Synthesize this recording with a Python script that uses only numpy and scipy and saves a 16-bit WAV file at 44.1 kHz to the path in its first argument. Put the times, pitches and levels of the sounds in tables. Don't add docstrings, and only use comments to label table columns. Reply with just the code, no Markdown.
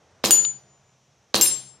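import sys
import numpy as np
from scipy import signal
from scipy.io import wavfile
from scipy.ndimage import uniform_filter1d

SR = 44100
rng = np.random.default_rng(int(sys.argv[2]) if len(sys.argv) > 2 else 0)


def wav_out(sig):
    wavfile.write(sys.argv[1], SR, np.round(np.clip(np.atleast_2d(sig).T, -1, 1) * 32767).astype(np.int16))


def ratio_of_db(decibels):
    return 10 ** (np.asarray(decibels, float) / 20)


N = 79380
SIDES = np.array([[.5], [-.5]])
METAL_WIDTH = 0.54


def evened(x):
    return x / np.sqrt(np.mean(x ** 2) + 1e-20)


def read(points, hz):
    f, value = np.transpose(points)
    return np.interp(np.log(hz + 1), np.log(f + 1), value)


def add(mix, s, sound):
    part = mix[..., round(s * SR):][..., :sound.shape[-1]]
    part += sound[..., :part.shape[-1]]


def band(x, hz, width_hz):
    b, a = signal.iirpeak(min(hz, SR / 2.2), hz / width_hz, SR)
    return signal.lfilter(b, a, x)


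def band_twice(x, hz, width_hz):
    return band(band(x, hz, width_hz), hz, width_hz)


def metal_noise(length):
    middle, side = rng.standard_normal((2, length))
    return middle + METAL_WIDTH * side * np.array([[1], [-1]])


# (frequency [Hz], likeness [0-1])
COHERENCE = [(60, 1), (240, 0.96), (950, 1.0), (3770, 0.95), (15000, 0.64)]


def bed(colour):
    frames, hz = N // 256 + 5, np.fft.rfftfreq(1024, 1 / SR)
    a, b, c, d, patches = rng.standard_normal((frames, 513, 5)).T
    patches = uniform_filter1d(patches, size=10, axis=0)
    patches = evened(uniform_filter1d(patches, size=10, axis=1))
    same = np.clip(read(COHERENCE, hz), 0, 1)[:, None]
    left = a + 1j * b
    right = same * left + np.sqrt(1 - same ** 2) * (c + 1j * d)
    level_db = read(colour, hz)[:, None] + 0.5 * patches
    noise = signal.istft(np.array([left, right]) * ratio_of_db(level_db), nperseg=1024, noverlap=768)[1]
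    return evened(noise[:, :N])


# (frequency [Hz], level [dB])
AIR_COLOUR = [(24, -47), (40, -14), (133, -1.5), (290, -12.5), (542, -19), (600, -16.5), (3740, -17.5),
              (5720, -30), (16000, -40.5)]
# (frequency [Hz], level [dB])
HUM_COLOUR = [(24, -67.5), (40, -24.5), (75, -0.5), (275, -14), (452, -7.5), (495, -11), (650, -7),
              (9000, -36.5), (11700, -66.5), (19800, -120)]
# (time [s], level [dB])
HUM_DRIFT = [
    (0, -11.5),
    (0.246, -9.5),
    (0.7, -12.5),
    (1.001, -18.5),
    (1.8, -11.5),
]
AIR_DB, HUM_DB, INSECT_DB = -68.5, -50, -71
INSECT_HZ, INSECT_WIDTH_HZ = 5930, 1600


def background():
    drift = ratio_of_db(np.interp(np.arange(N) / SR, *np.transpose(HUM_DRIFT)))
    insects = rng.standard_normal((2, N))
    insects = band_twice(insects + 1.3 * insects[::-1], INSECT_HZ, INSECT_WIDTH_HZ)
    air = ratio_of_db(AIR_DB) * bed(AIR_COLOUR)
    hum = ratio_of_db(HUM_DB) * drift * bed(HUM_COLOUR)
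    return air + hum + ratio_of_db(INSECT_DB) * evened(insects)


def burst(db, hz, width_hz, length):
    u = np.arange(4096) / SR / length
    rattle = metal_noise(4096) * u * np.exp(-2 * u ** 4.26)
    return ratio_of_db(db) * np.sqrt(SR / width_hz) * band_twice(rattle, hz, width_hz)


def beating(hz, db, t60, split_hz):
    t = np.arange(SR) / SR
    mode = np.sin(2 * np.pi * hz * t)
    upper = 0.85 * np.sin(2 * np.pi * (hz + split_hz) * t)
    lower = 0.55 * np.cos(2 * np.pi * (hz - 0.12 * split_hz) * t)
    return ratio_of_db(db - 60 * t / t60) * (mode + upper + lower)


# (time [s], level [dB], sear tick lift [dB], pop lift [dB])
SHOTS = [
    (0.2407, -2.5, 5, 4),
    (1.3443, -3, 12, 4.5),
]
# (delay [s], level [dB], centre [Hz], width [Hz], length [s])
ACTION = [(-.0038, -21, 4300, 2500, .0009), (-.0012, -16, 3700, 3000, .002), (0, -24, 14500, 3000, .0015),
          (.0068, -10, 3400, 2500, .003), (.0095, -4, 4700, 2200, .002), (.0088, -14, 11500, 6000, .0018),
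          (.0138, -12, 8000, 2500, .002), (.0156, -11, 6200, 2500, .002), (.0175, -8, 4100, 3200, .0026),
          (.0168, -17, 10000, 3000, .002), (.002, -14, 4000, 6000, .005), (.0200, -23, 5000, 7000, .02),
          (.008, -28, 12000, 8000, .055)]
# (delay [s], level [dB])
THUDS = [
    (0, -32.5),
    (.011, -27),
    (.040, -37),
    (.056, -31.5),
]
# (frequency [Hz], level [dB], t60 [s], partner split [Hz])
BENCH_MODES = [(341.8, -3.5, 0.27, 13), (585, -4.5, 0.017, 29), (474, -7, 0.056, 8.7),
               (1310, -12.5, 0.0065, 55), (767, -9.5, 0.094, 69)]
# (delay [s], frequency [Hz], level [dB], t60 [s], partner split [Hz])
DEEP_MODES = [(.012, 130, -55, 2.2, 13), (.002, 198, -35, .36, 10), (.002, 194, -52, 1.2, 7),
              (0, 95, -37, .07, 10), (.003, 275, -50, .12, 20), (.052, 272, -38, .13, 21)]
POP_DB, POP_S, POP_SIDE = -6.5, .00015, -0.98
POP_ECHO_S, POP_ECHO = .0018, .45


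def pistol():
    out = np.zeros((2, N))
    u = np.arange(600) / SR / POP_S
    pop = ratio_of_db(POP_DB) * u ** 2 * (2.6 - u) * np.exp(-u * 0.92)
    pop = pop + SIDES * POP_SIDE * band(pop, 1650, 1400)
    ring = sum(beating(*mode) for mode in BENCH_MODES)
    for s, db, sear_db, pop_db in SHOTS:
        add(out, s, ratio_of_db(db + pop_db) * pop)
        add(out, s + POP_ECHO_S, ratio_of_db(db) * POP_ECHO * pop)
        for delay, thud_db in THUDS:
            add(out, s + delay, ratio_of_db(db + thud_db) * ring)
        for delay, *mode in DEEP_MODES:
            add(out, s + delay, ratio_of_db(db) * beating(*mode))
        for k, (delay, part_db, hz, width_hz, length) in enumerate(ACTION):
            part_db = part_db + sear_db * (k < 2)
            add(out, s + delay, burst(db + part_db, hz, width_hz, length))
    return out


# (frequency [Hz], t60 [s])
YARD_DECAY = [(100, .4), (500, .5), (2000, .5), (5000, .43), (8000, .25), (11000, .18), (15000, .14)]


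def yard(x):
    taps = rng.standard_normal((2, SR))
    hz, t, z = signal.stft(taps, SR, nperseg=256)
    wide = np.clip(hz / 3500, 0, .35)[:, None]
    z = z[0] + wide * z[1] * np.array([1, -1])[:, None, None]
    decay = ratio_of_db(-60 * t / read(YARD_DECAY, hz)[:, None])
    tail = signal.istft(z * decay, SR, nperseg=256)[1]
    tail = tail * np.clip(np.arange(tail.shape[1]) / SR / 0.0033, 0, 1)
    tail = tail / np.linalg.norm(tail[0])
    return signal.fftconvolve(x.mean(0)[None], tail, axes=1)[:, :N]


STRIKE_S = [
    .3080,
    1.4117,
]
# (crack level [dB], scatter level [dB], scatter t60 [s], sheen level [dB], sheen t60 [s])
STRIKES = [
    (4.5, -25, 0.3, -23, 0.22),
    (5, -20, 0.44, -22, 0.3),
]
SHEEN_HZ = [12000, 10200]
CRACK_HZ, CRACK_S = 6500, .00022
SCATTER_TOP_HZ = 8500


def strikes():
    out, t = np.zeros((2, N)), np.arange(SR // 2) / SR
    low_pass = signal.butter(4, SCATTER_TOP_HZ, fs=SR, output="sos")
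    for s, sheen_hz, row in zip(STRIKE_S, SHEEN_HZ, STRIKES):
        crack_db, scatter_db, scatter_t60, sheen_db, sheen_t60 = row
        crack = np.cos(2 * np.pi * CRACK_HZ * t) * np.exp(-t / CRACK_S)
        crack = crack + .5 * rng.standard_normal(len(t)) * np.exp(-t / 0.00097)
        grit = metal_noise(len(t))
        scatter = band(band(band(grit, 4500, 7000), 3900, 10000), 5500, 7000)
        scatter = signal.sosfilt(low_pass, scatter * ratio_of_db(scatter_db - 60 * t / scatter_t60))
        sheen = band_twice(grit, sheen_hz, 5000) * ratio_of_db(sheen_db - 60 * t / sheen_t60)
        add(out, s, ratio_of_db(crack_db) * band(crack, 6940, 15000) + scatter + sheen)
    return out


def plate(start, faces, tones):
    t = np.arange(N - round(start * SR)) / SR
    now, out = t + start, 0
    smooth = lambda v: uniform_filter1d(v, size=400, mode="nearest")
    for hz, (lift_db, face) in faces:
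        s, db, pan_db = np.transpose(face)
        free_decay_db = 60 * np.maximum(now - s[-1], 0) / 0.126
        db = lift_db + np.interp(now, s, db) - free_decay_db
        pan_db = np.interp(now, s, pan_db)
        level = np.sqrt(2) * ratio_of_db(smooth(db) + SIDES * smooth(pan_db))
        out = out + level * np.sin(2 * np.pi * hz * t)
    for hz, (db, t60, edge, turn) in tones:
        lobe = np.hypot(0.3, np.sin(np.pi * (t - edge + .004 * SIDES) / turn))
        level = ratio_of_db(db - 60 * t / t60 + SIDES * 3.5)
        out = out + level * lobe * np.sin(2 * np.pi * hz * t + SIDES)
    mix = np.zeros((2, N))
    add(mix, start, out * np.minimum(t / 0.0018, 1))
    return mix


# (lift [dB], rows of (time [s],
# level [dB], left-right difference [dB]))
FACE_A = [
    (0.0013, [(.308, -19, 5.5), (.328, -10, 4.5), (.368, -18, 4.5), (.392, -15, 8.5), (.428, -27.5, 7.5), (.455, -22.5, 9.5), (.505, -28, 6), (.54, -44, 1), (.562, -44, 10)]),
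          (5, [(0.309, -22, -2), (0.321, -28.5, 6), (0.361, -35.5, 6), (0.395, -53.5, -19.5), (0.463, -51.5, 11.5), (0.487, -67, 13.5), (0.509, -62.5, -9.5), (0.591, -85, 4), (0.66, -87.5, 2)]),
    (5, [(0.309, -28, 1.0), (0.323, -34.5, 1.5), (0.341, -41, 4.8), (0.447, -57.5, 3.5), (0.579, -88.5, 3.41), (0.62, -87.5, 2.6)]),
    (5, [(0.309, -39, 13), (0.333, -31, 4.5), (0.415, -67, 14), (0.437, -60, 2), (0.53, -83, 4.5)]),
]
FACE_B = [
    (0, [(1.412, -20.5, 6.2), (1.428, -14.5, 10.8), (1.455, -25.5, 6.9), (1.5, -28.5, 4.6), (1.525, -30.5, 22.3), (1.6, -39.5, 7.7), (1.625, -49.5, 1.23), (1.69, -59.5, 30), (1.76, -58.5, 7)]),
    (0, [(1.412, -43, 2), (1.433, -27, 18), (1.45, -24.5, 11), (1.482, -17.5, -4.5), (1.508, -42, -26), (1.525, -29, 4.5), (1.568, -54, 7), (1.605, -46, 8), (1.765, -69.5, 5.5)]),
          (6.8, [(1.412, -32, 8), (1.426, -30.5, 8), (1.466, -36.5, 3.5), (1.496, -46, 3), (1.534, -72, 5), (1.576, -62, 8), (1.614, -87, -3), (1.68, -92, 2.0)]),
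    (2.1, [(1.412, -37, -3), (1.426, -26, 14), (1.452, -57, 13), (1.474, -30, 12), (1.496, -42.5, 14), (1.524, -52.5, 24), (1.6, -64, 15), (1.79, -80, 18)]),
    (2.5, [(1.412, -33, 0.5), (1.506, -42, 4.1), (1.7, -75, 6.1)]),
    (3.5, [(1.412, -30, 1.0), (1.424, -34.5, 4.1), (1.61, -60.5, 4.4), (1.7, -65, 3.5)]),
]
FACE_HZ_A = [6978, 8915, 9737, 12042]
FACE_HZ_B = [7509, 9207, 13257, 5286, 6097, 6430]
# (level [dB], t60 [s], edge-on after [s], half turn [s])
TONES_A = [(-27, .27, .04, .07), (-29, .48, .085, .13), (-28, .5, .085, .09), (-26, .3, .04, .1),
           (-36, .15, .05, .1), (-39, .4, .06, .1), (-39, .27, .06, .1), (-31, .22, .03, .08),
           (-39, 1.2, .352, .16)]
TONES_B = [(-30, .3, .06, .1), (-32, .3, .05, .1), (-40, .4, .06, .1), (-44, .3, .06, .1),
           (-32, .32, .08, .1), (-36, .2, .04, .08), (-25, .24, .068, .09)]
TONES_HZ_A = [2842, 4834, 6029, 6386, 10630, 13110, 13750, 14460, 6986]
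TONES_HZ_B = [2795, 9245, 9900, 12090, 13578, 14170, 14890]


def plates():
    first = plate(STRIKE_S[0], zip(FACE_HZ_A, FACE_A), zip(TONES_HZ_A, TONES_A))
    second = plate(STRIKE_S[1], zip(FACE_HZ_B, FACE_B), zip(TONES_HZ_B, TONES_B))
    return first + second


KNOCK_S = [
    .4503,
    .894,
    1.456,
    1.511,
]
# (level [dB], centre [Hz], width [Hz], length [s])
KNOCKS = [
    (-25, 7000, 9000, .001),
    (-57, 1300, 1200, .003),
    (-22, 2900, 2400, .008),
    (-24, 3500, 2400, .003),
]
# (frequency [Hz], level [dB], t60 [s])
CLACK = [(2990, -18, .013), (3760, -17, .012), (4510, -19, .014), (1300, -30, .012)]
CLACK_S, CLACK_RISE_S = .4499, .0004


def knocks():
    out = np.zeros((2, N))
    for s, row in zip(KNOCK_S, KNOCKS):
        add(out, s, burst(*row))
    t = np.arange(2000) / SR
    clack = sum(ratio_of_db(db - 60 * t / t60) * np.sin(2 * np.pi * hz * t) for hz, db, t60 in CLACK)
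    add(out, CLACK_S, clack * np.minimum(t / CLACK_RISE_S, 1))
    return out


def scene():
    gun, hits, rings = pistol(), strikes(), plates()
    to_yard = ratio_of_db(-4.5) * (gun + ratio_of_db(-3) * hits) + ratio_of_db(-27) * rings
    return gun + hits + rings + knocks() + yard(to_yard) + background()


# (frequency [Hz], level [dB])
GATE = [(7000, -72), (7600, -47), (11000, -46), (12500, -44), (15000, -43), (16000, -30)]


def gate(x):
    hz, t, z = signal.stft(x, SR, nperseg=1024)
    power = abs(z[0]) ** 2 + abs(z[1]) ** 2
    floor = power.max(0) * ratio_of_db(2 * read(GATE, hz))[:, None]
    local = uniform_filter1d(power, size=3, axis=0)
    passed = local ** 2 / (local ** 2 + floor ** 2 + 1e-40)
    return signal.istft(z * passed, SR, nperseg=1024)[1][:, :N]


def band_limit(x):
    return signal.sosfilt(signal.butter(12, 16650, fs=SR, output="sos"), x)


def record(dry):
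    x = signal.sosfilt(signal.butter(2, 70, "high", fs=SR, output="sos"), dry)
    treble_limit = signal.firwin(255, 16100, window=("kaiser", 9), fs=SR)
    x = signal.oaconvolve(np.clip(x, -1, 1), treble_limit[None], "same")
    return band_limit(np.clip(gate(x), -1, 1))


dry = scene()
out = record(dry)
wav_out(out)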